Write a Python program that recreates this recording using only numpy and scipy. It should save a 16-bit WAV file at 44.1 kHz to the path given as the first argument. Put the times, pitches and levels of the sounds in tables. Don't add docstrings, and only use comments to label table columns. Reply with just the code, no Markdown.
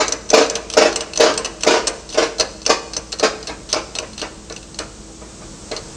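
import sys
import numpy as np
from scipy import signal
from scipy.fft import rfft, irfft, next_fast_len
from scipy.io import wavfile
from scipy.ndimage import uniform_filter1d

SR = 44100
rng = np.random.default_rng(int(sys.argv[2]) if len(sys.argv) > 2 else 0)


def file_out(sig):
    cols = np.atleast_2d(sig).T
    lim = np.clip(cols, -1, 1)
    pcm = np.round(lim * 32767).astype(np.int16)
    wavfile.write(sys.argv[1], SR, pcm)


N = 262836

# (time [s], thud level [dB], clatter level [dB], bounces [count], time to the first bounce [s])
BEAM_CLACKS = [(0.0, -20.5, -18.5, 0, 0), (0.331, -8, -15.5, 2, .038), (0.768, -9.5, -16, 2, 0.042),
               (1.197, -9.5, -16.5, 3, 0.03), (1.665, -12.5, -17, 3, .035), (2.142, -30.5, -30, 0, 0),
               (2.174, -14, -19, 1, .046), (2.391, -26, -30.5, 0, 0), (2.693, -14, -16, 0, 0),
               (3.227, -13, -18.5, 1, .014), (3.487, -32, -31.5, 0, 0), (3.731, -29, -28, 0, 0),
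               (3.756, -21, -25, 0, 0), (4.02, -31, -37, 0, 0), (4.22, -28.5, -28.5, 0, 0),
               (4.499, -34, -39.5, 0, 0), (4.79, -45, -31, 0, 0), (5.211, -42.5, -44, 0, 0),
               (5.41, -44.5, -44, 0, 0), (5.712, -26, -32, 0, 0)]
# (time [s], level [dB], pitch that the contact favours [Hz], scrape decay time [s], after-ring level [dB])
HANDLE_CLINKS = [(0.081, -27.5, 7050, 0.0014, -19), (0.1218, -25, 6100, 0.0037, -20),
                 (0.3018, -25, 6150, 0.0024, -27), (0.462, -35.5, 2700, .002, -11),
                 (0.4979, -26.5, 7500, 0.0021, -12), (0.5534, -24, 3080, 0.0079, -20),
                 (0.7, -30.5, 3220, 0.0013, -26), (0.737, -28.5, 3050, 0.0015, -17),
                 (0.9262, -34.5, 4330, 0.0026, -3), (0.9591, -23, 7940, .002, -15),
                 (1.007, -27, 3200, 0.0023, -6.5), (1.134, -33.5, 2720, 0.0021, -9),
                 (1.1586, -33, 3020, .009, -5), (1.1741, -25.5, 6270, 0.0026, -23.5),
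                 (1.339, -33, 3400, .003, -15), (1.376, -23, 7750, .002, -3),
                 (1.446, -26, 2800, 0.0077, -3.5), (1.458, -30, 2720, .002, -15),
                 (1.607, -36, 3220, .012, -3), (1.6338, -22, 2730, 0.0014, -34),
                 (1.87, -21.5, 7000, 0.0092, -3.5), (1.8773, -24, 8300, 0.0026, -11),
                 (2.0907, -39, 4320, 0.0016, -7), (2.125, -37, 3000, 0.012, 3),
                 (2.144, -35.5, 5100, 0.0014, -5), (2.383, -34, 4300, 0.0081, -4),
                 (2.397, -20, 4330, 0.009, -10), (2.408, -20.5, 4830, 0.0018, -11),
                 (2.617, -40.5, 4340, .0014, -9), (2.6628, -20, 5240, 0.0017, -10),
                 (2.934, -32, 4700, 0.00084, 1), (2.965, -26, 5600, 0.0033, 6.5),
                 (3.1196, -34.5, 7000, 0.005, -10.5), (3.126, -27.5, 4280, 0.0013, -17),
                 (3.1963, -24.5, 4400, 0.0026, -21), (3.428, -38, 4770, 0.0012, -13),
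                 (3.471, -29.5, 3800, 0.021, -3), (3.699, -35, 3800, 0.022, -6),
                 (3.7279, -19, 4870, 0.0012, -19), (3.952, -28.5, 3820, 0.0013, 3),
                 (3.986, -23.5, 2640, .003, -11), (4.131, -44, 4300, .003, -10.5),
                 (4.178, -36, 2750, .001, -20), (4.194, -34.5, 4300, .015, -3),
                 (4.215, -28.5, 3160, 0.005, -9), (4.498, -38.5, 4300, 0.0024, -18),
                 (4.523, -37, 5430, 0.0018, -10), (4.5634, -34, 2700, 0.00066, -16),
                 (4.628, -44.5, 2700, .002, -11), (4.744, -41.5, 4300, .0014, -14),
                 (4.788, -25.5, 8800, .002, -10), (5.714, -32, 3940, 0.0075, -13),
                 (5.7644, -29, 4220, .001, -21.5)]
FIRM_DB = -30.5


def undb(db):
    return 10 ** (np.asarray(db) / 20)


def unit(x, span_s=None):
    head = x if span_s is None else x[:int(span_s * SR)]
    return x / np.sqrt(np.mean(head ** 2))


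def fade(t, t60):
    return np.exp(-np.log(1000) * t / t60)


def colour(x, points):
    size = next_fast_len(len(x) + 2048, True) * 2
    hz, db = np.transpose(points)
    freqs = np.maximum(np.arange(size // 2 + 1) * SR / size, 1)
    gain = undb(np.interp(np.log(freqs), np.log(hz), db))
    cepstrum = irfft(np.log(gain))
    cepstrum[1:size // 2] *= 2
    cepstrum[size // 2 + 1:] = 0
    response = np.exp(rfft(cepstrum))
    return irfft(rfft(x, size) * response)[:len(x)]


def ring(modes, t, scatter_db, detune, freedom=1):
    out = 0
    for k, (hz, db, t60) in enumerate(modes):
        weight, shift = rng.standard_normal(2)
        swing = np.sin(2 * np.pi * hz * (1 + detune * shift) * t)
        level = (-1) ** k * undb(db + scatter_db * weight)
        out = out + level * fade(t, t60 * freedom) * swing
    return out


def add(track, start_s, sound):
    i = max(int(start_s * SR), 0)
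    track[i:i + len(sound)] += sound[:N - i]


def beam():
    # (frequency [Hz], relative level [dB], t60 when free [s])
    beam_modes = [(187, -25, 0.15), (214, -21, 0.34), (285.3, -13.5, 0.15), (334.3, -16.5, 0.67),
                  (382, -22, 0.17), (441.4, -1.5, 0.21), (463, -3.5, 0.38), (531.7, -10.5, 0.4),
                  (569, -20, 0.71), (617, 1.5, 0.16), (649, -10, 0.1), (699, -4, 0.083)]
    # (frequency [Hz], relative level [dB], t60 when free [s])
    frame_modes = [(803, -3, 0.2), (1118, -3.5, 0.23), (1208, -9, 0.26), (1480, -1.5, 0.37),
                   (1745, -0.5, 0.39), (2084, -12, 0.45), (2458, -0.5, 0.32), (2840, 1, 0.24),
                   (4820, 12.5, 0.19), (5300, 13, 0.15), (5600, 10, 0.12), (6248, 10, 0.25),
                   (7030, 8, 0.19), (7200, 8, 0.14)]
    # (frequency [Hz], relative level [dB])
    crunch_colour = [(120, -34.5), (300, 3), (700, 0.5), (1250, 0), (1900, -6), (2700, -2), (3300, -5),
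                     (4600, 1.5), (5600, -1), (7000, -5.5), (8000, -15), (9100, -18), (10500, -35),
                     (15500, -51)]
    # (time [s], share of the free ring time [ratio])
    freedom_curve = [(0, 0.85), (1.7, 0.91), (2.7, 0.69), (3.3, 0.64), (4.3, 0.72), (5.9, 0.95)]
    full_blow_db, full_treble_db, treble_per_db = -15.5, -5.5, .5

    out, t = np.zeros(N), np.arange(int(.6 * SR)) / SR
    for s, thud_db, clatter_db in blows():
        treble_db = clatter_db + full_treble_db + treble_per_db * (clatter_db - full_blow_db)
        freedom = max(np.interp(s, *np.transpose(freedom_curve)), .1)

        swell = (1 - np.exp(-t / 0.0016)) * (np.exp(-t / (0.1 * freedom)) + undb(-5.5))
        thud = ring(beam_modes, t, scatter_db=2.0, detune=0.0021, freedom=freedom) * swell

        chatter = rng.laplace(size=len(t)) * (1 - np.exp(-t / 0.003)) ** 2 * fade(t, t60=0.062)
        dense_decay = fade(t, t60=0.25 * freedom) + undb(-14) * fade(t, t60=0.4)
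        dense_modes = rng.standard_normal(len(t)) * dense_decay
        crunch = signal.fftconvolve(chatter, dense_modes)[:len(t)]
        crunch = unit(colour(crunch, crunch_colour), span_s=0.04)

        clang = ring(frame_modes, t, scatter_db=4.5, detune=0.0015, freedom=freedom)
        clang = unit(clang * (1 - np.exp(-t / 0.0027)), span_s=0.072)

        clatter = crunch * undb(5.5) + clang * undb(-5.0)
        clatter = colour(clatter, [(2000, clatter_db), (4000, treble_db)])
        add(out, s, unit(thud, span_s=0.042) * undb(thud_db) + clatter)
    return out


def blows():
    bounce_shrink = 0.92
    thud_loss_db, clatter_loss_db = 3.0, 2.5
    jolt_lag_s, jolt_thud_db, jolt_clatter_db = 0.002006, -4, -7.5
    jolt_fade_db_per_s = 1.36

    out = []
    for s, thud_db, clatter_db, bounces, gap_s in BEAM_CLACKS:
        for k in range(round(bounces) + 1):
            out.append((s, thud_db - k * thud_loss_db, clatter_db - k * clatter_loss_db))
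            s = s + gap_s * bounce_shrink ** k
    for s, db, *_ in HANDLE_CLINKS:
        if db > FIRM_DB:
            jolt_db = db - jolt_fade_db_per_s * s
            out.append((s + jolt_lag_s, jolt_db + jolt_thud_db, jolt_db + jolt_clatter_db))
    return out


def handle():
    # (frequency [Hz], relative level [dB], t60 before socket damping [s])
    tube_modes = [(2643, -6.5, 0.077), (2900, -9, 0.093), (3866, -21.5, 0.086), (4264, -2.5, 0.071),
                  (4232, 2, 0.023), (4840, -21, 0.049), (5400, -2.5, 0.046), (6004, -2, 0.082),
                  (6117, 7.5, 0.033), (6093, -2, 0.073), (7300, -4, 0.04), (8070, -3.5, 0.073),
                  (8660, -13, 0.1)]
    # (frequency [Hz], relative level [dB])
    contact_colour = [(200, -8), (1300, -5), (2200, -9), (3300, -6.5), (4400, -2.5), (6200, -2),
                      (8200, -10), (9300, -15), (11000, -29.5), (15500, -48)]

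    out, t = np.zeros(N), np.arange(int(.2 * SR)) / SR
    for s, level_db, pitch_hz, scrape_s, ring_db in contacts():
        grip = (1 - np.exp(-t / 0.00094)) ** 2 * np.exp(-t / max(scrape_s, 1e-4))
        rebounds = undb(-31) * rng.standard_normal(len(t)) ** 3 * fade(t, t60=0.1)
        scrape = colour(rng.standard_normal(len(t)) * grip + rebounds, contact_colour)

        damping = (1 - np.exp(-t / .0012)) * (np.exp(-t / .0028) + undb(ring_db))
        tube = ring(tube_modes, t, scatter_db=3.0, detune=0.006) * damping

        clink = unit(scrape, span_s=0.029) * undb(-.5) + unit(tube, span_s=0.011) * undb(4.5)
        add(out, s, colour(clink, socket(s, pitch_hz)) * undb(level_db))
    return out


def contacts():
    rebound_min_s, rebound_max_s, rebound_db = .009, 0.017, -15
    slide_lead_s, slide_s, slide_db, slide_hz, slide_ring_db = .041, 0.03, -35.5, 3460, -10

    delays = rng.uniform(rebound_min_s, rebound_max_s, len(HANDLE_CLINKS))
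    rebounds = [(s + delay, db + rebound_db, *rest)
                for (s, db, *rest), delay in zip(HANDLE_CLINKS, delays)]
    slides = [(s - slide_lead_s, slide_db, slide_hz, slide_s, slide_ring_db)
              for s, thud_db, clatter_db, *_ in BEAM_CLACKS
              if clatter_db > FIRM_DB and s > slide_lead_s]
    return HANDLE_CLINKS + rebounds + slides


def socket(s, pitch_hz):
    # (frequency [Hz], level [dB], drift as the load grows [dB/s])
    socket_colour = [(2700, -3.5, 0), (4300, -.5, 0), (5960, -0.5, -1.0), (7900, -3, -0.96),
                     (11000, -1.5, -0.5)]
    favour_db, favour_octaves = 7.5, 0.2

    hz, db, drift = np.transpose(socket_colour)
    grid = np.geomspace(1000, 16000, 49)
    lift = favour_db * np.exp(-(np.log2(grid / pitch_hz) / favour_octaves) ** 2)
    base_db = np.interp(np.log(grid), np.log(hz), db + drift * s)
    return np.transpose([grid, base_db + lift])


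def room(x, t60_bright, t60_dull, wet_db):
    t = np.arange(int(.8 * SR)) / SR
    bright = colour(rng.standard_normal(len(t)), [(1500, 14.3), (6000, 13.3)]) * fade(t, t60_bright)
    dull = colour(rng.standard_normal(len(t)), [(1500, 15.5), (5000, -11)]) * fade(t, t60_dull)
    echo = (bright + dull) * (1 - np.exp(-t / 0.00066))
    echo = echo / np.sqrt(np.sum(echo ** 2))
    return signal.fftconvolve(x, echo)[:N] * undb(wet_db)


def shop():
    # (time [s], rumble level [dB], hiss level [dB])
    level_curve = [(0, -41.5, -47), (2.5, -42.3, -46), (3.6, -40, -44.7), (4.5, -40.3, -44.7),
                   (5.15, -40.5, -43.8), (5.4, -39, -42), (5.96, -36.5, -40)]
    # (frequency [Hz], relative level [dB])
    rumble_colour = [(18, -24), (28, -17), (38, 6.5), (55, -4), (80, -2.5), (200, -2.5), (260, -8),
                     (480, -7), (700, -14), (1200, -16.5), (2000, -26), (4000, -27.5), (12000, -54)]
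    # (frequency [Hz], relative level [dB])
    hiss_colour = [(500, -18), (2000, -12), (3700, -7), (6300, 0), (8200, -1), (9000, -10.5), (10000, -26),
                   (12000, -39), (15500, -46)]
    # (frequency [Hz], mean peak level [dB])
    hum_tones = [(55, -43), (186, -52.5), (213, -47.5), (322, -45.5)]

    t = np.arange(N) / SR
    s, *levels = np.transpose(level_curve)
    rumble_db, hiss_db = (np.interp(t, s, level) for level in levels)
    rumble = unit(colour(rng.standard_normal(N), rumble_colour))
    hiss = unit(colour(rng.standard_normal(N), hiss_colour))
    hum = 0
    for hz, db in hum_tones:
        smooth = uniform_filter1d(rng.standard_normal(N), SR // 10)
        waver = unit(uniform_filter1d(smooth, SR // 10))
        phase = 2 * np.pi * hz * t + 0.71 * np.roll(waver, N // 2)
        hum = hum + undb(db) * (1 + 0.29 * waver) * np.sin(phase)
    return rumble * undb(rumble_db) + hiss * undb(hiss_db) + hum


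def scene():
    press = beam() + handle()
    echo = room(press, t60_bright=1.0, t60_dull=0.73, wet_db=-15)
    return (press + echo + shop())[None]


def record(dry):
    top_hz = 15900
    held = dry / (1 + dry ** 14) ** (1 / 14)
    low_pass = signal.ellip(8, .2, 70, top_hz, fs=SR, output="sos")
    return signal.sosfilt(low_pass, held)


dry = scene()
out = record(dry)
file_out(out)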